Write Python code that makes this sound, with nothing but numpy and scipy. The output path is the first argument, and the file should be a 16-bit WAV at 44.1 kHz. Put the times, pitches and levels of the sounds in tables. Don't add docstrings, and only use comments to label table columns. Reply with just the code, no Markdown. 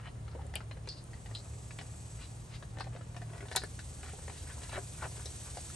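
import sys
import numpy as np
from scipy import signal
from scipy.fft import rfft, irfft, next_fast_len
from scipy.io import wavfile
from scipy.ndimage import uniform_filter1d, map_coordinates

SR = 44100
rng = np.random.default_rng(int(sys.argv[2]) if len(sys.argv) > 2 else 0)


def wav_record(signal):
    frames = np.transpose(np.atleast_2d(signal))
    bounded = np.clip(frames, -1, 1)
    quanta = np.round(bounded * 32767).astype(np.int16)
    wavfile.write(sys.argv[1], SR, quanta)


N = 253575


def amp(db):
    return 10 ** (np.asarray(db) / 20)


def unit(x):
    return x / np.sqrt(np.mean(x ** 2) + 1e-20)


def along(points, hz):
    f, v = np.transpose(points)
    return np.interp(np.log(hz + 1), np.log(f + 1), v)


def curves(rows):
    s, *cols = np.transpose(rows)
    return [np.interp(np.arange(N) / SR, s, c) for c in cols]


def wobble(rate):
    return map_coordinates(rng.standard_normal(2000), [np.arange(N) * rate / SR], mode="wrap")


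def filtered(x, response):
    n = x.shape[-1]
    m = next_fast_len(n + 8192)
    return irfft(rfft(x, m) * response(np.fft.rfftfreq(m, 1 / SR)), m)[..., :n]


def lowpass(x, edge_hz, order):
    return filtered(x, lambda hz: 1 / (1 + (hz / edge_hz) ** order))


def sharpest_click(gain_db, size=1024):
    cepstrum = irfft(np.log(amp(gain_db(np.fft.rfftfreq(size, 1 / SR)))))
    cepstrum[1:size // 2] *= 2
    cepstrum[size // 2 + 1:] = 0
    return irfft(np.exp(rfft(cepstrum)))


def add(track, s, sound):
    part = track[max(round(s * SR), 0):][:len(sound)]
    part += sound[:len(part)]


def stereo_noise(spectrum, side_db):
    mid, side = filtered(rng.standard_normal((2, N)), lambda hz: amp(along(spectrum, hz)))
    side = filtered(side, lambda hz: amp(along(side_db, hz)))
    return unit(np.array([mid + side, mid - side]))


def off_centre(x, lead_samples):
    return filtered(x, lambda hz: np.exp(1j * np.pi * hz / SR * lead_samples * np.array([[1], [-1]])))


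# frequency in Hz, relative level in dB.
AIR_SPECTRUM = [(20, -28), (35, -15.5), (55, -2), (90, -4.5), (135, -6), (180, -17), (300, -21.5),
                (700, -27), (1500, -37.5), (3500, -43.5), (7000, -54), (9000, -43), (10500, -85),
                (13000, -96)]


def outdoor_air():
    side_db = [(50, -31), (125, -13.5), (250, -10), (1000, 2), (8000, -3.5)]
    return amp(-48) * stereo_noise(AIR_SPECTRUM, side_db)


# time in seconds, cycle rate in Hz, then the relative levels in dB
ENGINE_RUN = [(0, 37.94, -52, -62), (0.43, 36.38, -49, -39), (0.85, 37.28, -54.5, -57),
              (2.1, 37.81, -51.5, -52), (2.5, 37.89, -52, -73), (2.85, 38.57, -48.5, -80),
              (3.28, 38.24, -46.5, -56), (3.55, 38.23, -55, -53.5), (4.5, 38.6, -63.5, -46.5),
              (4.87, 37.54, -49.5, -53), (5.75, 37.6, -64, -52)]


def engine(waver_db=2.5, unsteady=0.011):
    cycle_hz, drone_db, lowest_db = curves(ENGINE_RUN)
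    turns = np.cumsum(cycle_hz * (1 + unsteady * wobble(6))) / SR
    out = np.zeros(N)
    for order, db in [(2, lowest_db - 3), (3, drone_db + 1.5), (4, drone_db - 8), (5, drone_db - 16)]:
        level = np.sqrt(2) * amp(db + waver_db * wobble(12))
        out += level * np.sin(2 * np.pi * order * turns + .5 * wobble(10))
    return out


# end of the swell and start of the fade in seconds, relative levels
# of shrill and buzz in dB, whine pitch in Hz.
INSECT_PHRASES = [(1.4, 2.165, -61, -62.5, 7870), (2.9, 3.048, -70, -69.5, 8380),
                  (3.756, 5.748, -56, -63, 8360)]


def phrases(swell_s=0.72, fade_s=0.69, crescendo_db_per_s=3, chorus_db=-66.5):
    t = np.arange(N) / SR
    shrill, buzz = np.zeros((2, N))
    for start, end, shrill_db, buzz_db, _ in INSECT_PHRASES:
        gate = np.clip(1 + (t - start) / swell_s, 0, 1) * np.clip(1 - (t - end) / fade_s, 0, 1)
        held = amp(crescendo_db_per_s * np.clip(t - start, 0, end - start))
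        shrill += amp(shrill_db) * held * gate
        buzz += amp(buzz_db) * held * gate ** 2
    return np.hypot(shrill, amp(chorus_db)), buzz


# frequency in Hz, relative level in dB.
SHRILL_SPECTRUM = [(2500, -16), (4000, -13), (5500, -11), (6800, -7), (7600, -8), (8300, -7), (9000, -3),
                   (9600, -9), (10300, -17), (11300, -9.5), (12000, -43), (13000, -95)]


def far_insects(pulse_hz=20.8, whine_db=-7.5):
    song, _ = phrases()
    whine_hz, = curves([(s, hz) for start, end, _, _, hz in INSECT_PHRASES for s in (start, end)])
    pulse = np.sin(2 * np.pi * np.cumsum(pulse_hz * (1 + .02 * wobble(3))) / SR)
    fuzz = unit(lowpass(rng.standard_normal(N), edge_hz=110, order=2))
    whine = np.sqrt(2) * fuzz * np.sin(2 * np.pi * np.cumsum(whine_hz) / SR) * (1 + 0.39 * pulse)
    effort = np.interp(20 * np.log10(song), [-65, -54], [0, 1])
    hiss = stereo_noise(SHRILL_SPECTRUM, side_db=[(4000, -3.5), (8000, -25)])
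    shrill = unit(hiss + amp(whine_db) * effort * whine)
    return off_centre(shrill * song * amp(0.5) * (1 + 0.14 * pulse), lead_samples=1.305)


def resonances(modes, hz):
    return sum(amp(db) * 1j * hz * width / (centre ** 2 - hz ** 2 + 1j * hz * width)
               for centre, width, db in modes)


# centre and width in Hz, gain in dB, all before squaring.
BUZZ_MODES = [(2530, 130, 2.5), (3440, 90, -24), (4540, 150, -1), (5930, 270, 1), (6600, 320, 2.5),
              (7420, 450, 4), (7930, 320, 4)]


def near_insect():
    _, song = phrases()
    bands = filtered(rng.standard_normal(N), lambda hz: abs(resonances(BUZZ_MODES, hz)) ** 2)
    buzz = unit(lowpass(bands, edge_hz=11000, order=24))
    return off_centre(buzz * song, lead_samples=0.26)


# centre in Hz, width in Hz, relative gain in dB.
BOWL_MODES = [(421, 36, 7), (542, 67, -1.5), (717, 88, 5.5), (1210, 160, -10), (1810, 470, 0),
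              (2870, 660, -0.5), (4030, 244, 7), (4600, 700, 4)]
# frequency in Hz, seconds to fall by 60 dB.
BOWL_DECAY = [(300, 0.071), (1700, 0.086), (3300, 0.09), (4400, 0.1), (6000, 0.11), (12000, 0.098)]


def bowl_tail(shift=0.016, size=10000):
    hz, t, spectra = signal.stft(rng.standard_normal((2, size)), SR, nperseg=128)
    fade = amp(-60 * t / along(BOWL_DECAY, hz)[:, None])
    _, tail = signal.istft(spectra * fade, SR, nperseg=128)
    tail /= np.linalg.norm(tail[0])
    load = 1 + shift * rng.uniform(-0.93, 1)
    return filtered(tail, lambda f: 0.81 + amp(3) * resonances(BOWL_MODES, f * load))


def bowl(x, echo_db=-5, width=0.56, left_bias_db=2.5, block=8000):
    mid, side = np.zeros((2, N))
    for start in range(0, N, block):
        answer = signal.fftconvolve(x[None, start:start + block], bowl_tail(), axes=1)
        add(mid, start / SR + 0.001516, answer[0])
        add(side, start / SR + 0.00133, answer[1])
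    echo = np.array([mid + width * side, mid - width * side])
    echo = lowpass(echo, edge_hz=8000, order=4)
    return (x + amp(echo_db) * echo) * amp([[left_bias_db / 2], [-left_bias_db / 2]])


def bubbles(times, hz, gains, cycles, size=400):
    age = np.arange(size) * np.clip(hz, 200, 12000)[:, None] / SR
    rings = gains[:, None] * np.sin(2 * np.pi * age) * np.exp(-age / cycles)
    where = (np.clip(times, 0, None) * SR).astype(int)[:, None] + np.arange(size)
    return np.bincount(where.ravel(), rings.ravel(), N)[:N]


# peak time and half length in seconds, relative level in dB.
HAND_STROKES = [(0.439, .2, -59), (1.294, .25, -62.5), (1.83, 0.087, -60.5), (2.863, .2, -59.5),
                (3.385, .16, -57.5), (4.629, .15, -60), (5.181, .07, -50.5)]


def hand_motion(rest_db=-67):
    t = np.arange(N) / SR
    pushes = sum(amp(db) * np.exp(-((t - s) / half) ** 2) for s, half, db in HAND_STROKES)
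    return amp(rest_db) + pushes


def sliding(pitch_hz=1500, octaves=0.75, uneven_db=5, clump_db=3, count=1800):
    pitch, strength = rng.standard_normal((2, count))
    times = rng.uniform(0, N / SR, count)
    gains = amp(uneven_db * np.clip(strength, -2, 2))
    crackle = bubbles(times, pitch_hz * 2 ** (octaves * pitch), gains, cycles=0.96)
    clumps = amp(clump_db * wobble(24.62))
    return amp(-6) * hand_motion() * unit(crackle * clumps)


def bubble_crowds(rows, rise_share, octaves, cycles, uneven_db, lead_in, count):
    out = np.zeros(N)
    for s, length, db, hz, glide in rows:
        place, pitch, strength = rng.standard_normal((3, count))
        stretch = 1 + lead_in * np.clip(-place, 0, 2)
        lag = place * length * np.where(place < 0, rise_share * stretch, 1 - rise_share)
        gains = amp(uneven_db * np.clip(strength, -2, 2)) / stretch
        crowd = bubbles(s + lag, hz * 2 ** (glide * lag + octaves * pitch), gains, cycles)
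        out += amp(db) * crowd * np.sqrt(length * SR / (np.sum(crowd ** 2) + 1e-12))
    return out


# peak time and length in seconds,
# relative level in dB, pitch in Hz, glide in octaves per second.
SAUCE_SQUELCHES = [(0.055, 0.04, -49.5, 2050, 3.5), (0.398, 0.032, -55, 990, -7),
                   (4.085, 0.065, -56, 2260, 9), (4.495, 0.041, -52.5, 1730, 10),
                   (4.64, 0.04, -56, 1910, -7), (4.738, .032, -43, 1900, -2.5),
                   (4.768, 0.018, -42, 1510, -11), (5.034, 0.028, -40, 1296, -6.5),
                   (5.468, 0.036, -54, 1390, 0)]
FINGER_WIPES = [(2.222, 0.041, -53.5, 2920, 10), (2.54, 0.03, -51.5, 3450, 3), (4.365, 0.06, -57, 3840, 5)]
SAUCE_FIZZ = [(0.905, 0.028, -51, 4800, 0), (0.975, 0.023, -57, 4650, 0), (1.362, 0.026, -54.5, 4502, 0),
              (3.595, 0.037, -54, 4450, 0.0004)]


def sauce():
    squelches = bubble_crowds(SAUCE_SQUELCHES, rise_share=0.55, octaves=0.54, cycles=2.1,
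                              uneven_db=5, lead_in=0.9, count=120)
    wipes = bubble_crowds(FINGER_WIPES, rise_share=0.5, octaves=0.53, cycles=1.25,
                          uneven_db=1.5, lead_in=0.4, count=600)
    fizz = bubble_crowds(SAUCE_FIZZ, rise_share=0.32, octaves=0.15, cycles=6.3,
                         uneven_db=1, lead_in=0.14, count=400)
    return squelches + wipes + fizz


# start in seconds, relative level in dB, pitch in Hz.
AIR_POCKETS = [(0.353, -20, 463), (0.394, -30, 880), (0.405, -43, 540), (0.453, -25.5, 520),
               (0.569, -35, 2800), (0.605, -29.5, 1410), (0.711, -38, 1800), (0.889, -19.5, 4520),
               (1.133, -34, 1790), (1.259, -31.5, 1830), (1.35, -23, 4340), (1.707, -33.5, 1430),
               (1.812, -33, 1780), (2.625, -32.5, 1766), (2.806, -17.5, 960), (2.807, -29, 4100),
               (2.867, -29, 670), (3.012, -33, 1410), (3.166, -33, 1740), (3.218, -34, 1730),
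               (3.333, -29, 650), (3.381, -36, 1828), (3.406, -33.5, 1860), (3.554, -24, 900),
               (3.562, -14, 4200), (3.568, -19.5, 770), (3.619, -32, 1650), (3.791, -26, 1550),
               (4.033, -35, 1722), (4.280, -28.5, 2300), (4.297, -28, 770), (4.693, -35, 1700),
               (4.777, -17, 553), (4.789, -28, 410), (5.029, -20, 1148), (5.056, -20.5, 685),
               (5.257, -29, 447), (5.258, -29, 4470), (5.571, -17.5, 650), (5.700, -32, 1300)]


def pops(rise=0.019, flutter=0.077, size=3000):
    out, t = np.zeros(N), np.arange(size) / SR
    for s, db, hz in AIR_POCKETS:
        t60 = 0.008 * (1000 / hz) ** 0.45
        tremble = flutter * unit(uniform_filter1d(rng.standard_normal(size), size=24))
        opening = rise * (.5 - np.exp(-4 * t / t60))
        turns = np.cumsum(hz * (1 + opening + tremble)) / SR
        envelope = amp(-60 * t / t60) * (1 - np.exp(-hz * t))
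        add(out, s, amp(db) * envelope * np.sin(2 * np.pi * turns))
    return out


# start in seconds, relative level in dB, band centre in Hz.
FILM_SNAPS = [(0.467, -36.5, 8500), (0.555, -17, 9500), (0.556, -18.5, 2780), (0.889, -30.5, 8400),
              (1.040, -35, 10500), (1.351, -26, 3290), (1.351, -34, 9600), (1.708, -33.5, 2480),
              (1.788, -26, 2780), (1.791, -33, 3470), (3.559, -20, 7850), (3.5613, -7.5, 8140),
              (3.5622, -13, 4100), (3.566, -15, 11400), (3.5647, -31, 7200), (3.638, -26, 9400),
              (4.725, -33, 8500), (4.758, -33, 2800), (5.041, -37, 2500), (5.257, -26, 4970),
              (5.257, -30, 10500)]


def snaps(t60=0.0053, octaves=0.22, skirt_db=-23, size=1000):
    out, t = np.zeros(N), np.arange(size) / SR
    for s, db, hz in FILM_SNAPS:
        edge_hz = np.interp(db, [-30, -15], [10500, 12800])
        hump = lambda f: amp(skirt_db) + np.exp(-.5 * (np.log2((f + 1) / hz) / octaves) ** 2)
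        click = sharpest_click(lambda f: 20 * np.log10(hump(f) / (1 + (f / edge_hz) ** 24)))
        burst = rng.standard_normal(size) * amp(-60 * t / t60)
        snap = signal.fftconvolve(burst, click)
        add(out, s, 2 * amp(db) * snap / np.linalg.norm(snap))
    return out


def faint_smacks(db=-45.5, brightness=-1.3, count=14):
    travel = np.cumsum(hand_motion())
    place, strength, colour = rng.uniform(-1, 1, (count, 3)).T
    shares = (np.arange(count) + .5 + .5 * place) / count
    times = np.searchsorted(travel / travel[-1], shares) / SR
    return list(zip(times, db + 3 * strength, brightness + 4 * colour))


# start in seconds,
# relative level in dB, brightness in dB per octave.
FLESH_SMACKS = [(0.279, -37, 0), (0.350, -27, -8), (0.538, -30, 2), (0.556, -29, 1.5), (0.565, -34, 0),
                (0.605, -35, 0), (0.711, -31.5, -2), (0.770, -35, -4.5), (0.873, -30.5, 2.5),
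                (1.133, -41, 4.5), (1.259, -38.5, 4.5), (1.311, -35.5, -1), (1.707, -38.5, 3),
                (1.788, -30.5, -1), (1.811, -33, -0.5), (2.624, -33.5, 1), (2.770, -31, -5.5),
                (2.785, -32.5, 3), (2.798, -31.5, 4), (2.807, -26, 2.5), (2.841, -38, 5),
                (2.868, -34.5, -3), (2.950, -32, -4), (2.962, -33, -2), (3.009, -37.5, -1.5),
                (3.145, -37, -2), (3.165, -30, 2.5), (3.217, -36.5, 1), (3.333, -35, -1.5), (3.361, -43, 1),
                (3.38, -39, 4), (3.406, -34.5, -0.5), (3.426, -30.5, -6), (3.455, -34, -5), (3.484, -36, 5),
                (3.514, -25.5, 1.5), (3.524, -32, 5), (3.530, -36, 14), (3.551, -23.5, -0.5),
                (3.563, -21.5, 1), (3.567, -18, 4), (3.617, -36, 2), (3.636, -23.5, -2),
                (3.791, -33.5, 5.5), (4.031, -31, -1), (4.060, -36, 5.5), (4.082, -37, 6), (4.134, -33, -6),
                (4.189, -37, -4), (4.225, -41, -5), (4.279, -29.5, -3), (4.297, -29, -2), (4.618, -34, 2),
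                (4.633, -34, 7), (4.693, -32.5, 3), (4.728, -33, 2), (4.757, -29, 0), (4.775, -28, -6),
                (5.022, -28.5, -2), (5.041, -35, 2.5), (5.178, -36, -9), (5.257, -38, 4), (5.571, -32, 3)]
# frequency in Hz, relative level in dB.
FLESH_SPECTRUM = [(200, -11.5), (380, 0), (520, -0.5), (750, 1), (1200, -6), (1800, -4.5), (3000, -11.5),
                  (4500, -18), (6500, -22), (10000, -27.5), (12000, -58), (14000, -90)]


def smacks(spiky=0.79, peel_s=0.0009, tear_s=0.0021, size=2600):
    out, t = np.zeros(N), np.arange(size) / SR
    envelope = (1 - np.exp(-t / peel_s)) * np.exp(-t / tear_s)
    for s, db, brightness in FLESH_SMACKS + faint_smacks():
        tears = rng.standard_normal(size) * np.exp(spiky * rng.standard_normal(size))
        tone_db = lambda hz: along(FLESH_SPECTRUM, hz) + brightness * np.log2((hz + 200) / 1500)
        smack = signal.fftconvolve(tears * envelope, sharpest_click(tone_db))
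        add(out, s, amp(db + 10.5) * smack / np.linalg.norm(smack))
    return out


def scene():
    covered = lowpass(sauce() + pops() + sliding(), edge_hz=9500, order=8)
    hands = off_centre(bowl(smacks() + snaps() + covered), lead_samples=0.7)
    return outdoor_air() + far_insects() + near_insect() + engine() + amp(-3) * hands


def record(dry, ceiling=0.26):
    rounded = dry / (1 + (abs(dry) / ceiling) ** 6) ** (1 / 6)
    return lowpass(rounded, edge_hz=16200, order=80)


dry = scene()
out = record(dry)
wav_record(out)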